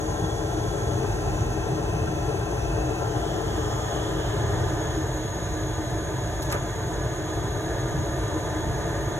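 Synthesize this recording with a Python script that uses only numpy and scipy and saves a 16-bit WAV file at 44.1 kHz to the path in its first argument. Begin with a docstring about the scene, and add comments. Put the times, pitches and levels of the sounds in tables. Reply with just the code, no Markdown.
"""A low flame roar and rushing air: an oil burner runs in a garage, close by.
The flame drives the firebox resonances and flares now and then. The fan rushes and hisses through its
duct, and air whistles thinly at a gap. As the listener moves from the motor towards the feed pipe, the
colour shifts and bands of ringing and hiss come and go. Once something scuffs on the gritty floor."""
import sys
import numpy as np
from scipy import signal
from scipy.fft import rfft, irfft, next_fast_len
from scipy.io import wavfile
from scipy.ndimage import uniform_filter1d

SR = 44100
rng = np.random.default_rng(int(sys.argv[2]) if len(sys.argv) > 2 else 0)


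def generate_wav(sig):
    """Save sig (samples, or channels by samples) to the path in sys.argv[1] as 16-bit PCM at SR."""
    pcm = np.round(np.clip(np.atleast_2d(sig).T, -1, 1) * 32767).astype(np.int16)
    wavfile.write(sys.argv[1], SR, pcm)


N = 405279
TIME_S = np.arange(N) / SR
FFT_SIZE = next_fast_len(N, real=True)
FREQ_HZ = np.maximum(np.arange(FFT_SIZE // 2 + 1) * SR / FFT_SIZE, 1)
SIDES = np.array([[1], [-1]])   # left, right
MOTOR, PIPE = 1, 2   # columns of the two-place tables


# Firebox resonances: (frequency [Hz], width [Hz], relative level [dB])
FIREBOX_MODES = [(48.6, 20, -2.5), (55.7, 17, 4), (82, 52, -4), (108.1, 26, 0.5), (129.5, 19.2, 0.5),
                 (162.4, 16, -5), (184, 32, -15.5), (238.4, 58, -14.5)]
# Flare-ups: (peak time [s], half length [s], roar lift [dB], boom lift [dB])
FLARE_UPS = [(0.97, 0.13, 3, 2), (1.37, 0.19, 3, 4), (1.99, 0.2, 2.5, 2), (2.706, .12, 0.5, 6.5),
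             (4.506, 0.18, 4.5, 3), (8.004, 0.077, 6, 6), (8.712, .1, 2.5, 2)]


def flame(roar_db=-30.5, boom_db=-36, roar_drop_db=1, boom_drop_db=1.1, split_hz=73):
    """The flame drives the firebox: a deep boom and a roar, lifted by flares, weaker by the pipe."""
    power = sum(from_db(db) ** 2 * bell(hz, width) ** 2 for hz, width, db in FIREBOX_MODES)
    firebox = np.sqrt(power) * highpass(36, order=2) * lowpass(262, order=12)
    boom_level_db = boom_db - boom_drop_db * position()
    roar_level_db = roar_db - roar_drop_db * position()
    for peak_s, half_s, roar_lift_db, boom_lift_db in FLARE_UPS:
        flare = np.exp(-((TIME_S - peak_s) / half_s) ** 2)
        boom_level_db += boom_lift_db * flare
        roar_level_db += roar_lift_db * flare
    boom = levelled_noise(firebox * lowpass(split_hz, order=8), boom_level_db)
    roar = levelled_noise(firebox * highpass(split_hz, order=8), roar_level_db)
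    return boom + roar


# Forced air: (time [s], rush before trim [dB], hiss before trim [dB])
FAN_LEVELS = [(0, -31.7, -47), (1.1, -31.1, -46.5), (1.7, -31.7, -47.7), (2.8, -31.2, -47.5),
              (3.6, -30.7, -46.5), (4.15, -31.2, -46.5), (4.55, -29.3, -46.3), (4.9, -31.2, -46.3),
              (5.25, -33.6, -46.5), (6.3, -32.9, -46.5), (7.5, -32.2, -46.6), (9.19, -30.7, -46)]


def fan(rush_trim_db=.5, hiss_trim_db=-1.5, flutter_db=.45, sputter_db=.3, split_hz=2060):
    """Air rushes through the duct and hisses at its edges, both fluttering a little."""
    rush_db, hiss_db = time_curves(FAN_LEVELS)
    rush_band = highpass(272, order=14) * lowpass(split_hz, order=8)
    rush, hiss = [], []
    for place in (MOTOR, PIPE):
        colour = duct_colour(place)
        rush.append(unit_rms(stereo_noise(colour * rush_band, place)))
        hiss.append(unit_rms(stereo_noise(colour * highpass(split_hz, order=8), place)))
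    rush_gain = from_db(rush_db + rush_trim_db + flutter_db * drift(rate_hz=22))
    echoed_hiss = early_echoes(walk(*hiss))
    hiss_gain = from_db(hiss_db + hiss_trim_db + sputter_db * drift(rate_hz=25))
    return walk(*rush) * rush_gain + echoed_hiss * hiss_gain


# Relative air noise density: (frequency [Hz], by motor [dB], by pipe [dB])
AIR_SPECTRUM = [(270, -16, -15), (310, 0, -1.5), (500, -6.5, -8.5), (700, -5, -8), (930, -7.5, -10.5),
                (1130, -14, -15.3), (1800, -14.5, -13), (2200, -23, -22.5), (4000, -26, -23.5),
                (4700, -25.5, -26), (5300, -28.5, -27.3), (7400, -31.5, -28.5), (8300, -27.8, -27.2),
                (9500, -32.5, -31), (11000, -37.3, -36.5), (12600, -39, -38), (15000, -45, -45.5)]
# Duct and housing resonances: (frequency [Hz], width [Hz], lift by motor [dB], lift by pipe [dB])
DUCT_MODES = [(311.9, 19.7, 9.5, 9), (349, 64, 1, 2.4), (414.2, 59, 9.5, 5.5), (447, 23.6, 8, 6),
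              (574, 45, 7, 7), (622, 23, -0.2, 4.5), (689.4, 60, 7, 7), (747, 17, 4.5, 2),
              (811.6, 26, 8, -2.5), (881, 20, 3.5, 8), (955, 30, -5.5, 3), (1007, 44, 4.5, 6.5),
              (1042, 48, 8.5, 1.5), (1083, 45, -2, -3.5), (1206, 59, 0, 8.5), (1346, 34, 12, -5.5),
              (1503, 42, -5.2, 2.5), (1560, 51, 8.5, 2.5), (1688, 26, -1, 7.5), (1780, 37, -1, 3),
              (1855, 37, 7, 4.5), (1940, 64, 0.5, -9.5), (2070, 57, -8, 4.5), (6280, 940, 7, 3.5),
              (6650, 220, 4, 10), (10320, 580, 4, 5.5), (11600, 390, 5.5, 9.5)]
# Left minus right level: (frequency [Hz], by motor [dB], by pipe [dB])
AIR_BALANCE = [(250, 6, 0), (305, 3, .3), (432, 9.5, -0.55), (680, 12, 0.24), (850, 7, 1),
               (1080, 2.5, 0.49), (1300, 4, -1.1), (2200, -2.5, -0.63)]


def duct_colour(place):
    """Duct and housing colour the air noise: left and right gain at one place."""
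    lift_db = sum(lifts_db[place - MOTOR] * bell(hz, width) for hz, width, *lifts_db in DUCT_MODES)
    pan = from_db(freq_curve(AIR_BALANCE, place) * SIDES / 2)
    pan /= np.sqrt(np.mean(pan ** 2, axis=0))
    return from_db(freq_curve(AIR_SPECTRUM, place) + lift_db) * pan


# Gap tones and hiss, relative levels: (frequency [Hz], width [Hz], by motor [dB], by pipe [dB])
GAP_TONES = [(6190, 12, -72, -68), (6520, 14, -59, -61), (6581, 9, -56.5, -48), (6608, 14, -59.5, -58),
             (6661, 14, -63.5, -58.5), (6768, 12, -68, -68), (6560, 280, -69.5, -67),
             (6950, 600, -77, -74.5)]
# Whistle swells: (time [s], level before trim [dB])
GAP_LEVELS = [(0.12, -45), (0.45, -49.5), (0.9, -47), (1.15, -52), (1.4, -46), (1.8, -60), (2.4, -57),
              (2.8, -49), (3.2, -53), (3.85, -42), (4.15, -48.5), (4.55, -45.5), (5.25, -42), (5.65, -43.5),
              (6.4, -45), (7.3, -44.5), (9.1, -46)]


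def whistle(trim_db=-2):
    """Air whistles at a gap: close, unsteady tones beat in a band of hiss, swelling and fading."""
    level_db = time_curves(GAP_LEVELS)[0] + trim_db
    by_place = []
    for place in (MOTOR, PIPE):
        power = sum(from_db(levels_db[place - MOTOR]) ** 2 * bell(hz, width) ** 2
                    for hz, width, *levels_db in GAP_TONES)
        by_place.append(levelled_noise(np.sqrt(power), level_db, window_s=.11))
    return walk(*by_place)


# Bands along the walk: (frequency [Hz], width [Hz], level [dB], position [0-1], reach each way [0-1])
PASSING_BANDS = [(3396, 170, -50.5, .01, .075), (2604, 110, -50.5, 0.1, 0.03),
                 (3080, 400, -49.5, 0.47, 0.31), (3350, 510, -50, .28, 0.12),
                 (3420, 810, -49.5, 0.67, 0.31), (3390, 72, -53, .52, .16), (3385, 130, -54, 0.77, 0.5),
                 (3880, 410, -55, 1, .45), (5460, 410, -54.5, 0.57, 0.4), (7200, 700, -54, 0.48, 0.27),
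                 (5783, 12, -60.5, .07, .15), (5840, 14, -65, .085, .1), (6280, 220, -55, 0.12, .075),
                 (14400, 1600, -66, 0.4, .3), (1210, 93, -46, .44, 0.22), (1770, 160, -52, 0.5, 0.1),
                 (1490, 80, -53, 0.52, 0.13), (83, 28, -36.5, 0.79, .15)]


def passing_bands(waver_db=1.8):
    """Ringing, hiss, thin whistle tones and a low flame swell waver and fade in and out on the walk."""
    out, along = 0, position()
    for hz, width, db, centre, reach in PASSING_BANDS:
        band = stereo_noise(bell(hz, width))
        nearness = 1 / (1 + ((along - centre) / reach) ** 4)
        out += band / rms(band) * nearness * from_db(db + waver_db * drift(rate_hz=3))
    return out


# Grit colour: (frequency [Hz], relative density [dB])
GRIT_SPECTRUM = [(2500, 3), (6000, 0), (9000, -3), (12000, -2), (15500, -3)]
# Scuff bursts: (onset [s], level [dB], 60 dB decay [s], lower edge [Hz], upper edge [Hz])
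SCUFF_BURSTS = [(6.420, -35, .06, 6000, 13000), (6.426, -44, .2, 6000, 12500),
                (6.420, -39, .16, 3500, 7500), (6.499, -37, .1, 3500, 8500),
                (6.5164, -31.5, .032, 4000, 13500), (6.5243, -22.3, .017, 4300, 13000),
                (6.529, -40.5, .09, 4000, 11500), (6.526, -27.5, .08, 450, 2200),
                (6.540, -39, .1, 2500, 11000), (6.549, -26, .045, 300, 1000), (6.548, -23, .05, 70, 180)]


def scuff(grain_db=1.5, attack_s=.0005):
    """Grit crunches in short, grainy bursts, ending in a sharp snap, two dull knocks and a thud."""
    grit = stereo_noise(from_db(freq_curve(GRIT_SPECTRUM))) * from_db(grain_db * drift(rate_hz=400))
    out = 0
    for onset_s, db, decay_s, low_hz, high_hz in SCUFF_BURSTS:
        bandpass = signal.butter(2, [low_hz, high_hz], "band", fs=SR, output="sos")
        burst = signal.sosfilt(bandpass, grit)
        age_s = np.maximum(TIME_S - onset_s, 0)
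        envelope = np.minimum(age_s / attack_s, 1) * from_db(db - 60 * age_s / decay_s)
        out += burst / rms(burst) * envelope
    return out


def floor_rub(peak_s=6.542, half_s=.04, level_db=-33.5):
    """The dull rub under the scuff swells and dies away."""
    rub = unit_rms(stereo_noise(highpass(380, order=2) * lowpass(1850, order=4)))
    return rub * from_db(level_db) * np.exp(-((TIME_S - peak_s) / half_s) ** 2)


def early_echoes(direct, total_db=-6, spread_s=.03, shift_s=.0012, sway_s=.00003, count=16):
    """Floor and steel frame reflect; the paths change as the listener walks and sways."""
    moved_s = shift_s * uniform_filter1d(position(), SR // 2) + sway_s * drift(rate_hz=.92)
    out = direct.copy()
    for lag, heading, polarity in rng.random((count, 3)):
        delay_s = (.1 + lag) * spread_s + np.cos(np.pi * heading) * moved_s
        index = np.round((TIME_S - delay_s) * SR).astype(int)
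        echo = np.take(direct, index, axis=1, mode="wrap")
        out += echo * np.sign(polarity - .5) * from_db(total_db) / np.sqrt(count)
    return out


# Listener's path: (time [s], position [0-1])
LISTENER_PATH = [(0, 0.016), (.6, .01), (1.15, .095), (2.9, .085), (3.5, 0.28), (4.3, 0.64), (5.1, 0.98),
                 (9.19, 1)]


def position():
    """Listener's position over time: 0 by the motor, 1 by the pipe."""
    return time_curves(LISTENER_PATH)[0]


def walk(by_motor, by_pipe):
    """Equal-power blend of the two places along the path."""
    along = position()
    return np.sqrt(1 - along) * by_motor + np.sqrt(along) * by_pipe


# Likeness of left and right: (frequency [Hz], coherence [0-1])
STEREO_COHERENCE = [(60, .93), (320, .95), (600, .85), (1000, .75), (1500, .6), (2400, .72), (3500, .75),
                    (4200, .9), (4600, .997), (5000, .995), (5700, .82), (6600, .99), (7400, .98),
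                    (8000, .88), (8600, .99), (9300, .995), (10000, .85), (11000, .97), (12100, .85),
                    (13000, .99), (15000, .85)]
# Phase lead of the left: (frequency [Hz], by motor [rad], by pipe [rad])
STEREO_PHASE = [(100, -.04, -.04), (400, -.35, -.35), (650, -1.2, -.3), (950, 1.6, .4), (1350, 1.4, .25),
                (1560, 1.7, .1), (1900, 2.5, 0), (2500, 3.1, 2.8), (3500, 1.8, 1.5), (4200, 2.35, 2.3),
                (4550, 3.05, 3.05), (5000, 3.25, 3.2), (6400, 6.2, 6.2), (7400, 6.5, 6.5), (8200, 8.3, 8.4),
                (8550, 9.35, 9.35), (9400, 9.5, 9.5), (10600, 12.5, 12.5), (11600, 12.7, 12.7),
                (12600, 15.5, 15.5), (13600, 15.9, 15.9), (14800, 18.8, 18.8)]


def stereo_noise(gain, place=MOTOR):
    """Coloured stereo noise whose left-right likeness and phase lead vary with frequency."""
    coherence = freq_curve(STEREO_COHERENCE)
    shape = (2, len(FREQ_HZ))
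    mid, side = rng.standard_normal(shape) + 1j * rng.standard_normal(shape)
    channels = np.sqrt(1 + coherence) * mid + np.sqrt(1 - coherence) * side * SIDES
    lead = np.exp(.5j * SIDES * freq_curve(STEREO_PHASE, place))
    return irfft(channels * gain * lead, FFT_SIZE)[:, :N]


def levelled_noise(gain, level_db, window_s=.53):
    """Turbulent noise: flutters by chance while its running rms follows the given level."""
    noise = stereo_noise(gain)
    running_rms = np.sqrt(uniform_filter1d(noise.mean(axis=0) ** 2, int(window_s * SR)))
    return noise / running_rms * from_db(level_db)


def drift(rate_hz):
    """Low-passed random curve, rms 1."""
    spectrum = rfft(rng.standard_normal(FFT_SIZE)) * lowpass(rate_hz, order=2)
    curve = irfft(spectrum, FFT_SIZE)[:N]
    return curve / rms(curve)


def time_curves(rows):
    """Each value column over time."""
    times_s, *columns = np.transpose(rows)
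    return [np.interp(TIME_S, times_s, column) for column in columns]


def freq_curve(rows, column=1):
    """One column over log frequency."""
    table = np.array(rows)
    return np.interp(np.log(FREQ_HZ), np.log(table[:, 0]), table[:, column])


def bell(hz, width_hz):
    """Resonance curve, peak 1."""
    return 1 / (1 + (2 * (FREQ_HZ - hz) / width_hz) ** 2)


def highpass(hz, order):
    return 1 / np.sqrt(1 + (hz / FREQ_HZ) ** (2 * order))


def lowpass(hz, order):
    return 1 / np.sqrt(1 + (FREQ_HZ / hz) ** (2 * order))


def from_db(db):
    return 10 ** (np.asarray(db) / 20)


def rms(x):
    return np.sqrt(np.mean(x ** 2) + 1e-20)


def unit_rms(stereo):
    """Scale to a mid-channel rms of 1."""
    return stereo / rms(stereo.mean(axis=0))


def scene(flame_pan_db=.8):
    """The burner and one scuff; the flame moves from slightly right to slightly left on the way."""
    left_minus_right_db = flame_pan_db * (position() - .5)
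    flame_pan = from_db(left_minus_right_db * SIDES / 2)
    return flame() * flame_pan + fan() + passing_bands() + whistle() + scuff() + floor_rub()


def record(dry):
    """Steep cut of the top treble."""
    return irfft(rfft(dry, FFT_SIZE) * lowpass(15800, order=150), FFT_SIZE)[:, :N]


dry = scene()
out = record(dry)
generate_wav(out)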